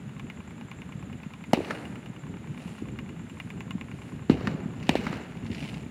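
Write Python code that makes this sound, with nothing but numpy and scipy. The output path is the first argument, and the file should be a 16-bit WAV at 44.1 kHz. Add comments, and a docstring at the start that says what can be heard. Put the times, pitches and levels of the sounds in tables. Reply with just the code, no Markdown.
"""A low rumble and the ticking of an idling motor, dull thumps, then firework shells bursting over water at night.
Heard from a boat: each burst is an N-wave plus its reflection off the water, a boom, scatter and a bank echo.
Stars snap and fizz as shaped noise; thumps and low echoes are swelling sines; motor clicks ring a bank of modes.
Behind them: faint insects made of gliding sine strokes, and filtered noise for the rumble and night air."""
import sys
import numpy as np
from scipy import signal
from scipy.fft import rfft, irfft
from scipy.io import wavfile

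SR = 44100
rng = np.random.default_rng(int(sys.argv[2]) if len(sys.argv) > 2 else 0)


def put_to_file(sound):
    """Save the sound as 16-bit audio at rate SR, in the file named by the first command-line argument."""
    columns = np.atleast_2d(sound).T  # one column per channel
    safe = np.clip(columns, -1, 1)
    whole_steps = np.round(safe * 32767)
    wavfile.write(sys.argv[1], SR, whole_steps.astype(np.int16))


N = 260190
TIME_S = np.arange(N) / SR

# Shell bursts: (start [s], blast level [dB], N-wave length [ms], front low-pass [Hz],
#   water reflection lag [ms], reflection level [dB], boom level [dB], low edge [Hz],
#   ragged crack level [dB], bass, low and high tail levels [dB], bank echo slap level [dB])
SHELL_BURSTS = [(1.533, -8.5, 0.95, 6100, 1.345, 3, 1.5, 138, -20, -45, -34, -34, -18.5),
                (4.2977, -9, 2.3, 1190, 0.54, -26, 6, 83.6, -22.5, -27.5, -34, -35, -15.5),
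                (4.8923, -11.5, 1.1, 5200, 1.068, -1.5, 3, 139.5, -10, -40, -35.5, -35, -18),
                (4.954, -10.5, 1.14, 1180, 0.38, 2.5, -10.5, 180, -23.5, -46, -53, -37, -26)]
# Scatter off boat and trees: (frequency [Hz], boat level [dB per Hz], boat t60 [s],
#   trees level [dB per Hz], trees t60 [s]); levels relative
SCATTER_BANDS = [(82.6, 11.5, 0.17, -0.5, 0.2), (200, -1, 0.33, 3, 3.3), (394, -3.5, 0.53, -0.5, 1.4),
                 (676, -12, 0.38, -5.5, 1.36), (1550, -9, 0.032, -11.5, 1.22),
                 (2750, -11, 0.22, -13.5, 0.76), (5340, -28, 0.09, -29, 0.21), (9900, -41, 0.18, -54, .6),
                 (16000, -47, .14, -40, .5)]
BANK_DELAY_S = 0.1744

# Single snaps of burning stars, and one echo slap after the last burst: (time [s], relative level [dB])
SINGLE_SNAPS = [(1.6487, -25), (4.8272, -26), (4.869, -27), (5.1385, -28), (5.4639, -27.5), (5.5467, -21)]
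# More snaps, of like loudness, bunch into a volley; level relative, as in SINGLE_SNAPS
VOLLEY_PEAK_S, VOLLEY_WIDTH_S = 5.62, 0.045
VOLLEY_DB, VOLLEY_FADE_DB_PER_S, VOLLEY_SPREAD_DB = -25, 31, 2

# Spells of fizz: (peak time [s], rise [s], fall [s], crackle level [dB], spray level [dB])
FIZZ_SPELLS = [(1.68, .18, 0.29, -69, -58.5), (2.66, .12, 0.18, -52, -61), (3.43, .17, 0.15, -82, -65),
               (4.1, 0.21, 0.079, -55.5, -65), (4.98, 0.18, 0.35, -45.5, -72),
               (5.65, 0.19, 0.19, -46, -60.5)]
CRACKLE_REST_DB, SPRAY_REST_DB = -67.5, -69.5  # between the spells
# Fizz spectra: (frequency [Hz], relative level [dB per Hz])
CRACKLE_SPECTRUM = [(500, 12), (800, 11.5), (1400, 1), (2800, 12.5), (4500, -4.5), (7000, -9), (15000, -24)]
SPRAY_SPECTRUM = [(3000, 10.5), (6000, 1.5), (10000, 8.5), (12000, -4), (16000, -18)]

# Loudest dull thumps, and low echoes just after the bursts and from the bank:
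#   (peak time [s], relative level [dB], pitch [Hz])
THUMPS_AND_ECHOES = [(0.98, -32.5, 144), (1.266, -28.5, 189), (1.577, -21, 293), (1.591, -23.5, 350),
                     (1.606, -25, 504), (2.101, -29.5, 173), (2.506, -28, 148), (2.660, -30, 200),
                     (2.825, -28.5, 285), (3.755, -23.5, 198), (4.319, -18.5, 303), (4.35, -23.5, 286),
                     (4.4758, -18, 220), (4.55, -23.5, 210), (4.66, -22.5, 200), (5.104, -24.5, 182),
                     (5.504, -26.5, 223)]
# Softer thumps; level relative, as in THUMPS_AND_ECHOES; pitch spread is +/- octaves
SOFT_THUMP_DB, SOFT_THUMP_HZ, SOFT_THUMP_OCTAVES = -35, 185, 0.3

# Ring of the motor's clicks: (frequency [Hz], relative level [dB], t60 [s])
MOTOR_MODES = [(854, -12, 0.016), (1063, -11, 0.058), (1510, -2.5, 0.0038), (2093, -3.5, 0.011),
               (2393, -2.5, 0.01), (2843, -5.5, 0.015), (3510, -11, 0.0092), (5840, -12, 0.00081)]
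# How hard the motor ticks: (time [s], relative level [dB])
TICK_STRENGTH = [(.09, -42), (.19, -32), (.3, -32), (.42, -45), (.72, -33.5), (1.02, -40.5), (1.34, -35),
                 (2.05, -35), (2.24, -44.5), (2.58, -39.5), (2.88, -41.5), (2.99, -31), (3.19, -43.5),
                 (3.4, -29), (3.5, -33), (3.69, -28), (4.17, -47), (5.9, -49)]
# One tick a turn; each turn is slightly shorter than the last
FIRST_TICK_S, TURN_S, TURN_SHORTENS_S, TICK_JITTER_S = 0.0922, 0.1038, 0.000027, 0.00028

INSECT_THROB_HZ = 9.9

# Background spectra: (frequency [Hz], relative level [dB per Hz])
RUMBLE_SPECTRUM = [(15, -61), (25, -24), (32, -17), (45, -22), (59, -8), (151, -1), (230, -3), (267, -7.5),
                   (357, -16), (397, -15), (460, -20.5), (600, -28), (780, -29), (1320, -120)]
AIR_SPECTRUM = [(400, 2.5), (600, 0), (1080, 1), (1800, -2), (2600, -4.5), (3400, -4), (4500, -20.5),
                (5700, -25.5), (7200, -11), (8000, -29), (11000, -24.5), (12500, -34), (15000, -30),
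                (16000, -48)]
# Swells of the rumble: (peak time [s], rise [s], fall [s], added level [dB])
RUMBLE_SWELLS = [(.95, 0.091, 0.055, 2.6), (2.88, 0.09, 0.21, 7.6), (4.72, 0.47, 0.42, 4.2),
                 (5.52, 0.1, 0.32, 5)]
RUMBLE_STEADY_DB = -41.5

# Microphone colour: (frequency [Hz], width [Hz], gain [dB])
MIC_PEAKS = [(1073, 160, -6), (2900, 300, 1.5), (3240, 1010, -7), (4400, 740, 0.5)]
CUTOFF_HZ = 15900


def shells(boom_hz, boom_t60_s, bank_db):
    """Each blast makes the boat boom; the bank returns it weaker, its front smeared into a slap."""
    out, t_s = np.zeros(N), TIME_S[:SR // 8]
    for (start_s, blast_db, length_ms, front_hz, lag_ms, mirror_db,
         boom_db, edge_hz, crack_db, *_, slap_db) in SHELL_BURSTS:
        wave = blast(t_s, length_ms, front_hz, lag_ms, mirror_db)
        boom = ring(wave, boom_hz, boom_t60_s)
        boom = from_db(boom_db) * boom / np.abs(boom).max()
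        # bigger shells reach deeper
        direct = from_db(blast_db) * cut(wave - boom, edge_hz, "high")
        ragged = from_db(crack_db) * crack(t_s, low_hz=2250, high_hz=3980, decay_s=0.0016)
        add(out, start_s, direct + ragged)
        slap = from_db(slap_db) * crack(t_s, low_hz=870, high_hz=2220, decay_s=0.0047)
        echo = from_db(bank_db) * cut(direct, 570, "low", order=1)
        add(out, start_s + BANK_DELAY_S, slap + echo)
    return out


def blast(t_s, length_ms, front_hz, lag_ms, mirror_db):
    """An N-wave and its reflection off the water, the fronts softened by the air."""
    reflection = from_db(mirror_db) * n_wave(t_s - lag_ms / 1000, length_ms)
    return cut(n_wave(t_s, length_ms) + reflection, front_hz, "low", order=1)


def n_wave(t_s, length_ms):
    """Pressure jumps up, falls through zero and jumps back."""
    phase = t_s / (length_ms / 1000)
    return (1 - 2 * phase) * (phase >= 0) * (phase < 1)


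def crack(t_s, low_hz, high_hz, decay_s):
    """A band of noise that decays exponentially; peak 1."""
    snap = cut(rng.standard_normal(len(t_s)) * np.exp(-t_s / decay_s), [low_hz, high_hz], "band")
    return snap / np.abs(snap).max()


def tails(boat_db, trees_db, trees_peak_s, trees_rise_power, grain_db):
    """Boat scatter decays from the burst; tree scatter swells first; each band has its own decay."""
    out, t_s = np.zeros(N), TIME_S[:SR * 3 // 2]
    edges_hz = np.geomspace(58, 16000, 18)
    trees_rise = np.minimum(t_s / trees_peak_s, 1) ** trees_rise_power
    trees_age_s = np.maximum(t_s - trees_peak_s, 0)
    for start_s, *_, bass_db, low_db, high_db, _ in SHELL_BURSTS:
        # some branches throw back more than others
        grain = from_db(grain_db * rms_one(cut(rng.standard_normal(len(t_s)), 110, "low")))
        noises = rng.standard_normal((2, len(t_s))) * grain
        for k, (low_hz, high_hz) in enumerate(zip(edges_hz, edges_hz[1:])):
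            hz = np.sqrt(low_hz * high_hz)
            near_db, near_t60_s, far_db, far_t60_s = at_hz(SCATTER_BANDS, hz)
            near = from_db(boat_db + near_db - 60 * t_s / near_t60_s) * np.minimum(t_s / 0.005, 1)
            far = from_db(trees_db + far_db - 60 * trees_age_s / far_t60_s) * trees_rise
            level_db, = at_hz([(100, bass_db), (400, low_db), (1500, high_db)], hz)
            # neighbouring bands take different noise
            band = cut(noises[k % 2], [low_hz, high_hz], "band")
            add(out, start_s, from_db(level_db) * np.hypot(near, far) * band)
    return out


def snaps(gain_db):
    """Snaps of burning stars and one echo slap, each a crack with a short sputter of noise."""
    out, t_s = np.zeros(N), TIME_S[:SR // 25]
    for start_s, level_db in SINGLE_SNAPS + volley(count=12):
        snap = crack(t_s, low_hz=1890, high_hz=3300, decay_s=0.0038)
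        sputter = from_db(-14.5) * crack(t_s, low_hz=2200, high_hz=4840, decay_s=0.02)
        add(out, start_s, from_db(level_db + gain_db) * (snap + sputter))
    return out


def volley(count):
    """Times and levels of a run of snaps, densest and loudest in the middle."""
    when, size = rng.random((count, 2)).T
    share = (np.arange(count) + 0.5 + when) / (count + 1)
    # the inverse logistic curve crowds the middle
    offset_s = VOLLEY_WIDTH_S * np.log(share / (1 - share))
    level_db = VOLLEY_DB - VOLLEY_FADE_DB_PER_S * np.abs(offset_s)
    level_db = level_db + VOLLEY_SPREAD_DB * (2 * size - 1)
    return list(zip(VOLLEY_PEAK_S + offset_s, level_db))


def fizz(grain_db, grain_hz):
    """Lumpy noise sizzle with a finer noise spray on top, coming and going in spells."""
    crackle_level, spray_level = from_db(CRACKLE_REST_DB), from_db(SPRAY_REST_DB)
    for peak_s, rise_s, fall_s, crackle_db, spray_db in FIZZ_SPELLS:
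        spell = hump(peak_s, rise_s, fall_s)
        crackle_level = np.hypot(crackle_level, from_db(crackle_db) * spell)
        spray_level = np.hypot(spray_level, from_db(spray_db) * spell)
    grain = rms_one(cut(rng.standard_normal(N), grain_hz, "low"))
    lumps = from_db(grain_db * np.clip(grain, -2, 2))
    crackle = coloured(rng.standard_normal(N) * lumps, CRACKLE_SPECTRUM)
    spray = coloured(rng.standard_normal(N), SPRAY_SPECTRUM)
    return crackle_level * crackle + spray_level * spray


def thumps(rise_cycles, gain_db, soft_count):
    """Dull thumps and low burst echoes: sines of a few cycles that swell and die, plus soft scattered ones."""
    out, t_s = np.zeros(N), TIME_S[:SR // 8]
    soft = []
    # one soft thump at random within each equal slot
    for k, (when, pitch) in enumerate(rng.random((soft_count, 2))):
        hz = SOFT_THUMP_HZ * 2 ** (SOFT_THUMP_OCTAVES * (2 * pitch - 1))
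        soft.append(((k + when) / soft_count * N / SR, SOFT_THUMP_DB, hz))
    for peak_s, level_db, hz in THUMPS_AND_ECHOES + soft:
        age = t_s * hz / rise_cycles
        swell = (age * np.exp(1 - age)) ** 2
        thump = swell * np.sin(2 * np.pi * hz * t_s)
        add(out, max(peak_s - rise_cycles / hz, 0), from_db(level_db + gain_db) * thump)
    return out


def motor(tick_db, knock_db, knock_hz, return_s, rattle_db, rattle_s, snap_db):
    """Each turn knocks out and back, with a sharp tick on the first knock; the clicks ring the modes."""
    clicks, t_s = np.zeros(N), TIME_S[:SR // 25]
    for start_s, strength_db in turns():
        rattle = from_db(rattle_db) * rng.standard_normal((3, len(t_s))) * np.exp(-t_s / rattle_s)
        tick, knock_out, knock_back = (t_s == 0) + rattle
        add(clicks, start_s, from_db(strength_db + tick_db) * cut(tick, 880, "high", order=1))
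        add(clicks, start_s, from_db(knock_db) * cut(knock_out, knock_hz, "low"))
        add(clicks, start_s + return_s, from_db(knock_db) * cut(knock_back, knock_hz, "low"))
    body = np.zeros(N)
    for k, (hz, mode_db, t60_s) in enumerate(MOTOR_MODES):
        body += (-1) ** k * from_db(mode_db) * ring(clicks, hz, t60_s)
    return body + from_db(snap_db) * clicks


def turns():
    """Time [s] and relative strength [dB] of the motor's tick on each turn."""
    k = np.arange(int(N / SR / TURN_S) + 1)
    start_s = FIRST_TICK_S + k * (TURN_S - TURN_SHORTENS_S * k / 2)
    start_s = start_s + TICK_JITTER_S * rng.standard_normal(len(k))
    return zip(start_s, np.interp(start_s, *np.transpose(TICK_STRENGTH)))


def insects(level_db, top_hz, spread_hz, fall_hz, stroke_s, throb_db, count):
    """A throbbing chorus of short wing strokes, each a sine sliding down in pitch."""
    out, t_s = np.zeros(N), TIME_S[:int(stroke_s * SR)]
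    for when, pitch, size in rng.random((count, 3)):
        hz = top_hz - spread_hz * pitch - fall_hz * t_s / stroke_s
        stroke = np.sin(np.pi * t_s / stroke_s) * np.sin(2 * np.pi * np.cumsum(hz) / SR)
        add(out, when * N / SR, from_db(8.4 * size - 6 * pitch) * stroke)
    throb = from_db(throb_db * np.sin(2 * np.pi * INSECT_THROB_HZ * TIME_S))
    return from_db(level_db) * rms_one(out * throb)


def background(air_db):
    """Noise shaped into a low rumble that wavers and swells, and the even hush of the night."""
    waver = from_db(2.75 * rms_one(cut(rng.standard_normal(N), 14.2, "low")))
    rumble = waver * cut(coloured(rng.standard_normal(N), RUMBLE_SPECTRUM), 687, "low", order=4)
    air = cut(coloured(rng.standard_normal(N), AIR_SPECTRUM), 442, "high", order=4)
    swell_db = sum(db * hump(peak_s, rise_s, fall_s) for peak_s, rise_s, fall_s, db in RUMBLE_SWELLS)
    return from_db(RUMBLE_STEADY_DB + swell_db) * rumble + from_db(air_db) * air


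def from_db(db):
    """Decibels to gain."""
    return 10 ** (np.asarray(db) / 20)


def rms_one(x):
    """Scale to rms 1."""
    return x / np.sqrt(np.mean(x ** 2) + 1e-20)


def at_hz(rows, hz):
    """Each column of a spectrum table at these frequencies, interpolated over log frequency."""
    table_hz, *columns = np.transpose(rows)
    return [np.interp(np.log(hz + 1e-3), np.log(table_hz), column) for column in columns]


def cut(x, hz, kind, order=2):
    """Butterworth filter."""
    sos = signal.butter(order, np.clip(hz, 10, 0.45 * SR), kind, fs=SR, output="sos")
    return signal.sosfilt(sos, x + 1e-18)


def ring(clicks, hz, t60_s):
    """Two-pole resonator: a unit click sets a decaying sine of height 1 ringing."""
    radius, angle = from_db(-60 / (t60_s * SR)), 2 * np.pi * hz / SR
    poles = [1, -2 * radius * np.cos(angle), radius * radius]
    return signal.lfilter([0, np.sin(angle)], poles, clicks + 1e-18)


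def coloured(x, spectrum):
    """Give a steady sound this spectrum; rms 1."""
    gain_db = at_hz(spectrum, np.fft.rfftfreq(N, 1 / SR))[0]
    return rms_one(irfft(rfft(x) * from_db(gain_db), N))


def hump(peak_s, rise_s, fall_s):
    """A smooth swell to 1 and back, Gaussian on each side."""
    return np.exp(-((TIME_S - peak_s) / np.where(TIME_S < peak_s, rise_s, fall_s)) ** 2)


def add(out, start_s, sound):
    """Mix a sound in from start_s on."""
    at = int(round(start_s * SR))
    out[at:at + len(sound)] += sound[:max(N - at, 0)]


def scene():
    """Bursts and their echoes over thumps, motor, insects and background."""
    bursts = shells(boom_hz=232, boom_t60_s=0.02, bank_db=-18.5)
    bursts = bursts + snaps(gain_db=-7) + fizz(grain_db=5.0, grain_hz=127)
    echoes = tails(boat_db=25.5, trees_db=11.5, trees_peak_s=0.19, trees_rise_power=0.63, grain_db=2.0)
    ticking = motor(tick_db=3.5, knock_db=-34.0, knock_hz=1500, return_s=0.0725,
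                    rattle_db=-23.0, rattle_s=0.0062, snap_db=-13)
    chorus = insects(level_db=-68.5, top_hz=7740, spread_hz=660, fall_hz=564,
                     stroke_s=0.0146, throb_db=-4.0, count=800)
    low_thumps = thumps(rise_cycles=0.853, gain_db=3.5, soft_count=18)
    return (bursts + echoes + ticking + chorus + low_thumps + background(air_db=-53.0))[None]


def record(dry):
    """A small microphone loses the deepest bass and colours the middle; peaks are rounded, the top is cut."""
    heard = cut(dry, 55, "high")
    for hz, width_hz, gain_db in MIC_PEAKS:
        peak = signal.lfilter(*signal.iirpeak(hz, hz / width_hz, fs=SR), heard)
        heard = heard + (from_db(gain_db) - 1) * peak
    rounded = np.tanh(heard)
    return signal.sosfilt(signal.ellip(10, 0.1, 80, CUTOFF_HZ, fs=SR, output="sos"), rounded)


dry = scene()
out = record(dry)
put_to_file(out)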